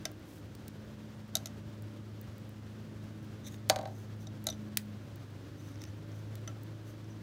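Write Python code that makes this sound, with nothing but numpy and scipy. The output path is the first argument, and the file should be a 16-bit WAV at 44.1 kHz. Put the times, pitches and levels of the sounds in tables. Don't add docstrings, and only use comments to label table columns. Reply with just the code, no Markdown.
import sys
import numpy as np
from scipy import signal
from scipy.fft import rfft, irfft
from scipy.io import wavfile
from scipy.ndimage import uniform_filter1d

SR = 44100
rng = np.random.default_rng(int(sys.argv[2]) if len(sys.argv) > 2 else 0)


def unload_audio(sound):
    columns = np.transpose(np.atleast_2d(sound))
    steps = np.round(np.clip(columns, -1, 1) * 32767)
    wavfile.write(sys.argv[1], SR, steps.astype(np.int16))


N = 318402
T = np.arange(int(.3 * SR)) / SR

# (time [s], hollow body [dB], crack [dB], crack's brightness [dB per octave])
KNOCK_HITS = [(3.6919, -62, -52, 9), (3.6979, -22, -23, -0.5), (3.7605, -33, -41.5, -3),
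              (3.7879, -35.5, -51, -3), (3.8115, -43, -57, -3), (3.829, -40.5, -65, 5),
              (3.855, -39, -53.5, -7), (3.874, -46.5, -65, 5)]


def from_db(db):
    return 10 ** (np.asarray(db) / 20)


def value_at(points, hz):
    freqs, values = np.transpose(points)
    return np.interp(np.log(hz + 1), np.log(freqs), values)


def unit_level(x, span=None):
    head = x if span is None else x[:int(span * SR)]
    return x / np.sqrt(np.mean(head ** 2) + 1e-20)


def add(mix, s, sound):
    part = mix[max(round(s * SR), 0):][:len(sound)]
    part += sound[:len(part)]


def coloured(x, spectrum):
    gain = from_db(value_at(spectrum, np.fft.rfftfreq(len(x), 1 / SR)))
    return irfft(rfft(x) * gain, len(x))


def drift(rate_hz):
    keep_slow = np.exp(-(np.fft.rfftfreq(N, 1 / SR) / rate_hz) ** 2)
    return unit_level(irfft(rfft(rng.standard_normal(N)) * keep_slow, N))


def burst(t60):
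    return rng.standard_normal(len(T)) * from_db(-60 * T / t60)


def resonance(x, hz, q):
    return signal.lfilter(*signal.iirpeak(hz, q, SR), x)


def steep_modes(x, modes):
    return sum(from_db(db) * unit_level(resonance(resonance(x, hz, q), hz, q)) for hz, q, db in modes)


def ring(modes, detune, vary_db):
    hz, db, t60 = np.transpose(modes)[:, :, None]
    shift, weight = rng.uniform(-1, 1, (2, len(hz), 1))
    sign = (-1) ** np.arange(len(hz))[:, None]
    fade = from_db(db + vary_db * weight - 60 * T / t60)
    return (sign * fade * np.sin(2 * np.pi * hz * (1 + detune * shift) * T)).sum(0)


def snap(spectrum, tilt_db, scatter, t60):
    hz = abs(np.fft.fftfreq(1024, 1 / SR))
    spray = burst(t60)
    spray *= scatter / np.linalg.norm(spray)
    spray[0] += 1
    spray_power = uniform_filter1d(abs(np.fft.fft(spray, len(hz))) ** 2, size=11, mode="wrap")
    colour_db = value_at(spectrum, hz) + tilt_db * np.log2(np.maximum(hz, 2000) / 2000)
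    log_gain = np.log(from_db(colour_db) / np.sqrt(spray_power))
    pulse = np.fft.ifft(np.exp(np.conj(signal.hilbert(log_gain)))).real
    return signal.fftconvolve(spray, pulse)[:len(T)]


def air(flicker_db=1.0):
    # (frequency [Hz], level in a 1 Hz band [dB])
    rush_colour = [(22, -105), (33, -98), (55, -82), (95, -73), (180, -77), (310, -78), (450, -85.5),
                   (590, -87), (730, -93), (1550, -94.5), (2400, -100.3), (3200, -100), (6100, -106.3),
                   (9500, -114.5), (14000, -116), (15300, -113), (16000, -123)]
    rush = coloured(rng.standard_normal(N), rush_colour) * np.sqrt(SR / 2)
    return rush * from_db(flicker_db * drift(rate_hz=22.0))


def motor(waver=0.54, waver_hz=4):
    # (time [s], blade pitch [Hz])
    speed_curve = [(0, 103.8), (0.5, 104.5), (0.85, 106.5), (4.45, 106.1), (4.8, 105.2), (5.4, 102),
                   (6.65, 108.1), (7.2, 107.2)]
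    # (time [s], level [dB])
    blade_curve = [(0, -56.5), (1.0, -53), (1.45, -52.5), (1.8, -46.5), (2.2, -50.5), (3.5, -49.5),
                   (3.9, -47.5), (5.0, -49), (5.45, -51), (6.2, -45.5), (7.2, -49)]
    # (time [s], level [dB])
    octave_curve = [(0, -55), (0.33, -68), (0.6, -55), (1.1, -52), (2.4, -56.5), (3.25, -51.5), (4.1, -57),
                    (4.6, -46.5), (4.87, -47), (5.4, -83), (6.2, -57), (6.75, -74), (7.2, -54.5)]
    # (multiple of the blade pitch, level [dB])
    shaft_tones = [(3 / 4, -67.5), (5 / 4, -60), (6 / 4, -62), (10 / 4, -67.5), (11 / 4, -64.5),
                   (14 / 4, -73), (16 / 4, -74.5), (20 / 4, -73.5), (22 / 4, -70)]
    t = np.arange(N) / SR
    hz = np.interp(t, *np.transpose(speed_curve))
    blade_db = np.interp(t, *np.transpose(blade_curve)) + 1.2 + drift(rate_hz=10)
    octave_db = np.interp(t, *np.transpose(octave_curve)) + 0.24
    third_db = -64 + 6.5 * drift(rate_hz=0.97)
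    angle = 2 * np.pi * np.cumsum(hz) / SR
    out = np.zeros(N)
    for multiple, db in enumerate([blade_db, octave_db, third_db], start=1):
        out += from_db(db) * np.sin(multiple * angle + 2 * np.pi * rng.random())
    for multiple, db in shaft_tones:
        turn = multiple * angle + 2 * np.pi * rng.random()
        tone = (0.71 + waver * drift(waver_hz)) * np.sin(turn) + waver * drift(waver_hz) * np.cos(turn)
        out += from_db(db) * tone
    return np.sqrt(2) * out


def garage_echo(x, onset_s=0.0027, dull_hz=7500):
    # (frequency [Hz], fade time t60 [s])
    fade_times = [(300, 0.23), (800, 0.4), (3000, 0.13), (7000, 0.14), (15000, 0.2)]
    hz, t, noise = signal.stft(rng.standard_normal(SR // 2), SR, nperseg=256)
    tail = signal.istft(noise * from_db(-60 * t / value_at(fade_times, hz)[:, None]), SR)[1]
    tail *= 1 - np.exp(-(np.arange(len(tail)) / SR / onset_s) ** 2)
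    dull = signal.lfilter(*signal.butter(1, dull_hz, fs=SR), x)
    return signal.fftconvolve(dull, tail / np.linalg.norm(tail))[:N]


def rattle(below_knock_db=25, contacts_per_s=700, t60=0.13, growth=0.7):
    # (pitch [Hz], sharpness Q, level [dB])
    metal_modes = [(1020, 4, 0), (1590, 7, -2.5), (2000, 6, 2), (3540, 30, -5), (3940, 28, -1),
                   (4600, 30, -5)]
    out = np.zeros(N)
    hardest_db = max(row[1] for row in KNOCK_HITS)
    for s, body_db, _, _ in KNOCK_HITS:
        contacts = rng.choice([-1, 1], len(T)) * (rng.random(len(T)) < contacts_per_s / SR)
        spray = sum((-1) ** k * from_db(db) * unit_level(resonance(contacts, hz, q))
                    for k, (hz, q, db) in enumerate(metal_modes))
        start_db = hardest_db - below_knock_db + growth * (body_db - hardest_db)
        add(out, s, unit_level(spray) * from_db(start_db - 60 * T / t60))
    return out


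def knocks(lag_s=0.00141, rise_s=0.0006, chatter_db=-13.5, chatter_t60=0.21):
    # (pitch [Hz], level [dB], fade time t60 [s])
    body_modes = [(293, -17, 0.1), (403, -7.5, 0.023), (506, -13.5, 0.14), (604, 6, 0.035), (663, 1, 0.055),
                  (714, 2, 0.035), (782, 1.5, 0.058), (920, -12, 0.073), (1110, -11, 0.027),
                  (1326, -17.5, 0.061), (1573, -13, 0.052)]
    # (frequency [Hz], level [dB])
    crack_colour = [(200, -18), (900, -6), (1500, -5), (2000, -1), (2600, -4), (3200, -2.5), (3500, 2),
                    (3700, 0), (3950, 4.5), (4250, 0), (4600, 5.5), (5000, -4), (5400, 0.5), (5800, -5),
                    (6400, 2.5), (8000, -9), (8700, -5), (9600, -12), (13000, -11), (15700, -13),
                    (17000, -40)]
    out = np.zeros(N)
    hollow = signal.butter(2, [540, 1000], "band", fs=SR, output="sos")
    for s, body_db, crack_db, tilt_db in KNOCK_HITS:
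        crack = snap(crack_colour, tilt_db, scatter=5.9, t60=0.017)
        add(out, s, from_db(crack_db) * unit_level(crack, span=0.013))
        body = ring(body_modes, detune=0.018, vary_db=2.5) * (1 - np.exp(-T / rise_s))
        chatter = unit_level(signal.sosfilt(hollow, rng.standard_normal(len(T))))
        chatter *= from_db(chatter_db - 60 * T / chatter_t60)
        add(out, s + lag_s, from_db(body_db) * (unit_level(body, span=0.011) + chatter))
    return out


def rubs(grain_db=3.2, clump_db=2.1, clump_s=.004, firm_db=-56, low_growth=1.9):
    # (time [s], length [s], rustle [dB], ring [dB], upper mode [Hz], its sharpness Q)
    strokes = [(0.214, 0.21, -65.5, -90, 6050, 11), (3.433, 0.065, -69, -57, 6150, 12),
               (3.46, 0.029, -55, -54, 6060, 8), (3.482, 0.092, -65, -65, 6600, 16),
               (3.86, 0.21, -70, -73, 6150, 11), (4.18, 0.076, -68, -71, 6050, 18),
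               (4.525, 0.025, -76, -61, 6000, 20), (5.551, 0.22, -71, -72, 6050, 11),
               (5.571, .06, -73, -67, 6000, 25), (5.785, 0.062, -78, -63, 5930, 15),
               (5.858, .042, -82, -65.5, 5975, 25), (6.096, 0.14, -73, -75, 6050, 11),
               (6.842, 0.097, -67.5, -71, 6150, 22), (7.087, 0.059, -82, -66, 5900, 40)]
    # (frequency [Hz], level [dB])
    rustle_colour = [(500, -24), (2500, -5), (4000, -1), (7000, 1), (10000, 0), (14000, 2), (15800, 0),
                     (17000, -30)]
    # (pitch [Hz], sharpness Q, level [dB])
    lower_modes = [(2000, 1.6, -7), (3720, 5.5, 0.5)]
    out = np.zeros(N)
    for s, length, rustle_db, ring_db, upper_hz, upper_q in strokes:
        size = int(length * SR)
        clumps = unit_level(uniform_filter1d(rng.standard_normal(size), int(clump_s * SR)))
        grains = rng.standard_normal(size)
        grains *= from_db(grain_db * np.minimum(rng.exponential(1, size), 5) + clump_db * clumps)
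        stroke = from_db(rustle_db) * unit_level(coloured(grains, rustle_colour))
        stroke += from_db(ring_db) * unit_level(resonance(grains, upper_hz, upper_q))
        lower_db = firm_db + low_growth * (ring_db - firm_db)
        stroke += from_db(lower_db) * steep_modes(grains, lower_modes)
        pressure = np.sin(np.pi * (np.arange(size) / size) ** 1.2)
        add(out, s, stroke * pressure)
    return out


def scratches():
    # (time [s], level [dB])
    jumps = [(5.686, -68), (5.7419, -66), (5.757, -59), (5.8178, -51), (5.838, -47.5), (5.852, -55),
             (6.117, -61), (6.8678, -68), (7.0439, -65)]
    # (pitch [Hz], sharpness Q, level [dB])
    strand_modes = [(2030, 3, -4), (3750, 5, -10), (5750, 5.5, -0.5)]
    out = np.zeros(N)
    for s, db in jumps:
        scratch = steep_modes(burst(t60=0.011), strand_modes)
        add(out, s, from_db(db) * unit_level(scratch, span=0.0048))
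    return out


def ticks(faint_per_s=4, faint_db=-71.5):
    # (time [s], level [dB], brightness [dB per octave])
    slips = [(.116, -59, 6), (.5517, -56, 0), (.681, -50, 1), (1.8229, -61, 3), (2.2135, -53.5, 11),
             (2.3816, -62, 5), (2.4928, -63, 6), (3.5435, -57, -7), (4.4413, -53, 7), (4.7722, -26, 0),
             (5.1588, -60.5, 6), (5.8182, -57.5, -2), (5.8383, -54, -2.5), (6.3546, -52.5, 1),
             (6.6339, -58, 8)]
    # (frequency [Hz], level [dB])
    tick_colour = [(200, -26), (1100, -11), (1700, -2), (2400, 1), (3000, -1), (4300, 2), (7500, -1),
                   (10000, 0), (12500, -5), (15000, 4.5), (15900, 1), (17000, -35)]
    out = np.zeros(N)
    faint = [(when * N / SR, faint_db + 4 * np.log(strength + 0.11), 5)
             for when, strength in rng.random((int(faint_per_s * N / SR), 2))]
    for s, db, tilt_db in list(slips) + faint:
        tick = snap(tick_colour, tilt_db, scatter=1.8, t60=0.009)
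        add(out, s, from_db(db) * unit_level(tick, span=0.0068))
    return out


def pings(rise_s=.0012, damp_s=.012, waver_hz=90):
    # (time [s], level [dB], pitch [Hz], fade time t60 before damping [s])
    loose_ends = [(3.5428, -57, 3750, 0.01), (4.272, -56, 5930, 0.032), (4.503, -40.5, 5950, 0.043),
                  (4.5165, -55, 3540, .025), (6.4774, -46.5, 6050, 0.04)]
    out = np.zeros(N)
    for s, db, hz, t60 in loose_ends:
        waver = waver_hz * unit_level(uniform_filter1d(rng.standard_normal(len(T)), size=80))
        fade = from_db(-60 * T / t60) * (1 - np.exp(-T / rise_s)) * np.exp(-(T / damp_s) ** 2)
        tone = fade * np.sin(2 * np.pi * np.cumsum(hz + waver) / SR)
        add(out, s, from_db(db) * unit_level(tone, span=0.0074))
    return out


def taps(attack_s=0.0053, low_attack_s=0.0083):
    # (time [s], wire level [dB], wire brightness [dB per octave], part level [dB],
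    #   part brightness [dB per octave], wire pitch ratio set by the grip, four spot mode levels [dB])
    hits = [(0.0536, -38.5, -5.5, -42.5, 0, 0.98, -9, 2, -6.5, 6.5),
            (1.3532, -30, -2, -40.5, -4, 1.005, -5, 0, 0, 0),
            (1.3682, -43.5, -3, -61, 3.5, 1.04, -9, 2, 1, 2),
            (1.4578, -42.5, -6, -52, -1, 1.02, -4, -12, -21, 0),
            (1.4698, -53, -2, -64, 3.5, 0.97, -10, -8, -7, 2),
            (4.2699, -59, -11.5, -54.5, -11, 1.0, -2, -4, 0.5, 5),
            (4.4685, -35, 0, -40, -5, 1.04, -10, 0, 3, 3),
            (4.4872, -46, -11, -42, -6, 1.015, -12, -6, 4.5, 1),
            (4.5003, -48.5, 0.5, -59, -1, 0.98, -12, 1, 5.5, 0),
            (4.5255, -60, -12, -73, 8, .97, -6, -3, -1, -4),
            (6.476, -53, -4.5, -51, 1, 0.98, 4.5, -3, -8, 5)]
    # (pitch [Hz], level [dB], fade time t60 [s])
    tap_modes = [(625, 4, 0.058), (680, -1.5, 0.063), (771, -7.5, 0.092), (1346, 8, 0.15), (1580, 4, 0.12),
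                 (2024, 7.5, 0.017), (2673, -5, 0.056), (3040, -2.5, 0.057), (3630, 5.5, 0.011),
                 (3780, 9, 0.018), (4210, -9.5, 0.028), (4520, -12, 0.027), (5530, -9.5, 0.012),
                 (5910, -11.5, 0.019), (6150, -4.5, 0.017), (6330, -4.5, 0.0094), (6760, -10, 0.0088),
                 (7570, -21, 0.0081), (8540, 10, 0.012), (9880, 12, 0.012), (11060, 12, 0.012),
                 (12000, 10, 0.013), (13000, 12, 0.014), (13600, 8, 0.011)]
    # (pitch [Hz], sharpness Q)
    spot_modes = [(1356, 12), (1597, 12), (3750, 7), (5530, 13)]
    borders = [1000, 1750, 3300, 5000, 7800]
    modes = np.array(tap_modes)
    band_of_mode = np.searchsorted(borders, modes[:, 0])
    edges = [450] + borders + [14000]
    clatter_gains = [.3, .4, .8, .45, .5, .8]
    part_octaves = np.log2(np.array(borders[:3]) / borders[0])
    wire_octaves = np.log2(np.array(borders[2:]) / borders[3])
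    out = np.zeros(N)
    for s, wire_db, wire_tilt, part_db, part_tilt, pitch, *spot_dbs in hits:
        part_levels = part_db + part_tilt * part_octaves + [-0.5, -3, 1]
        wire_levels = wire_db + wire_tilt * wire_octaves + [0.5, 2, -1.5]
        tap = np.zeros(len(T))
        for k, db in enumerate([*part_levels, *wire_levels]):
            band = signal.butter(3, edges[k:k + 2], "band", fs=SR, output="sos")
            clatter = signal.sosfilt(band, burst(t60=0.025))
            tuned = modes[band_of_mode == k] * [pitch if k > 2 else 1, 1, 1]
            tone = ring(tuned, detune=.002 * (k + 1), vary_db=2)
            blend = unit_level(tone, attack_s) + clatter_gains[k] * unit_level(clatter, attack_s)
            tap += from_db(db) * unit_level(blend, attack_s if k > 1 else low_attack_s)
        for (hz, q), db in zip(spot_modes, spot_dbs):
            tap += (from_db(db) - 1) * resonance(tap, hz, q)
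        add(out, s, tap)
    return out


def scene():
    hands = taps() + pings() + knocks() + rattle() + ticks() + rubs() + scratches()
    return (hands + from_db(-14.0) * garage_echo(hands) + motor() + air())[None]


def record(dry):
    low_pass = signal.firwin(255, cutoff=15950, window=("kaiser", 8), fs=SR)
    return signal.oaconvolve(dry, low_pass[None], "same")


dry = scene()
out = record(dry)
unload_audio(out)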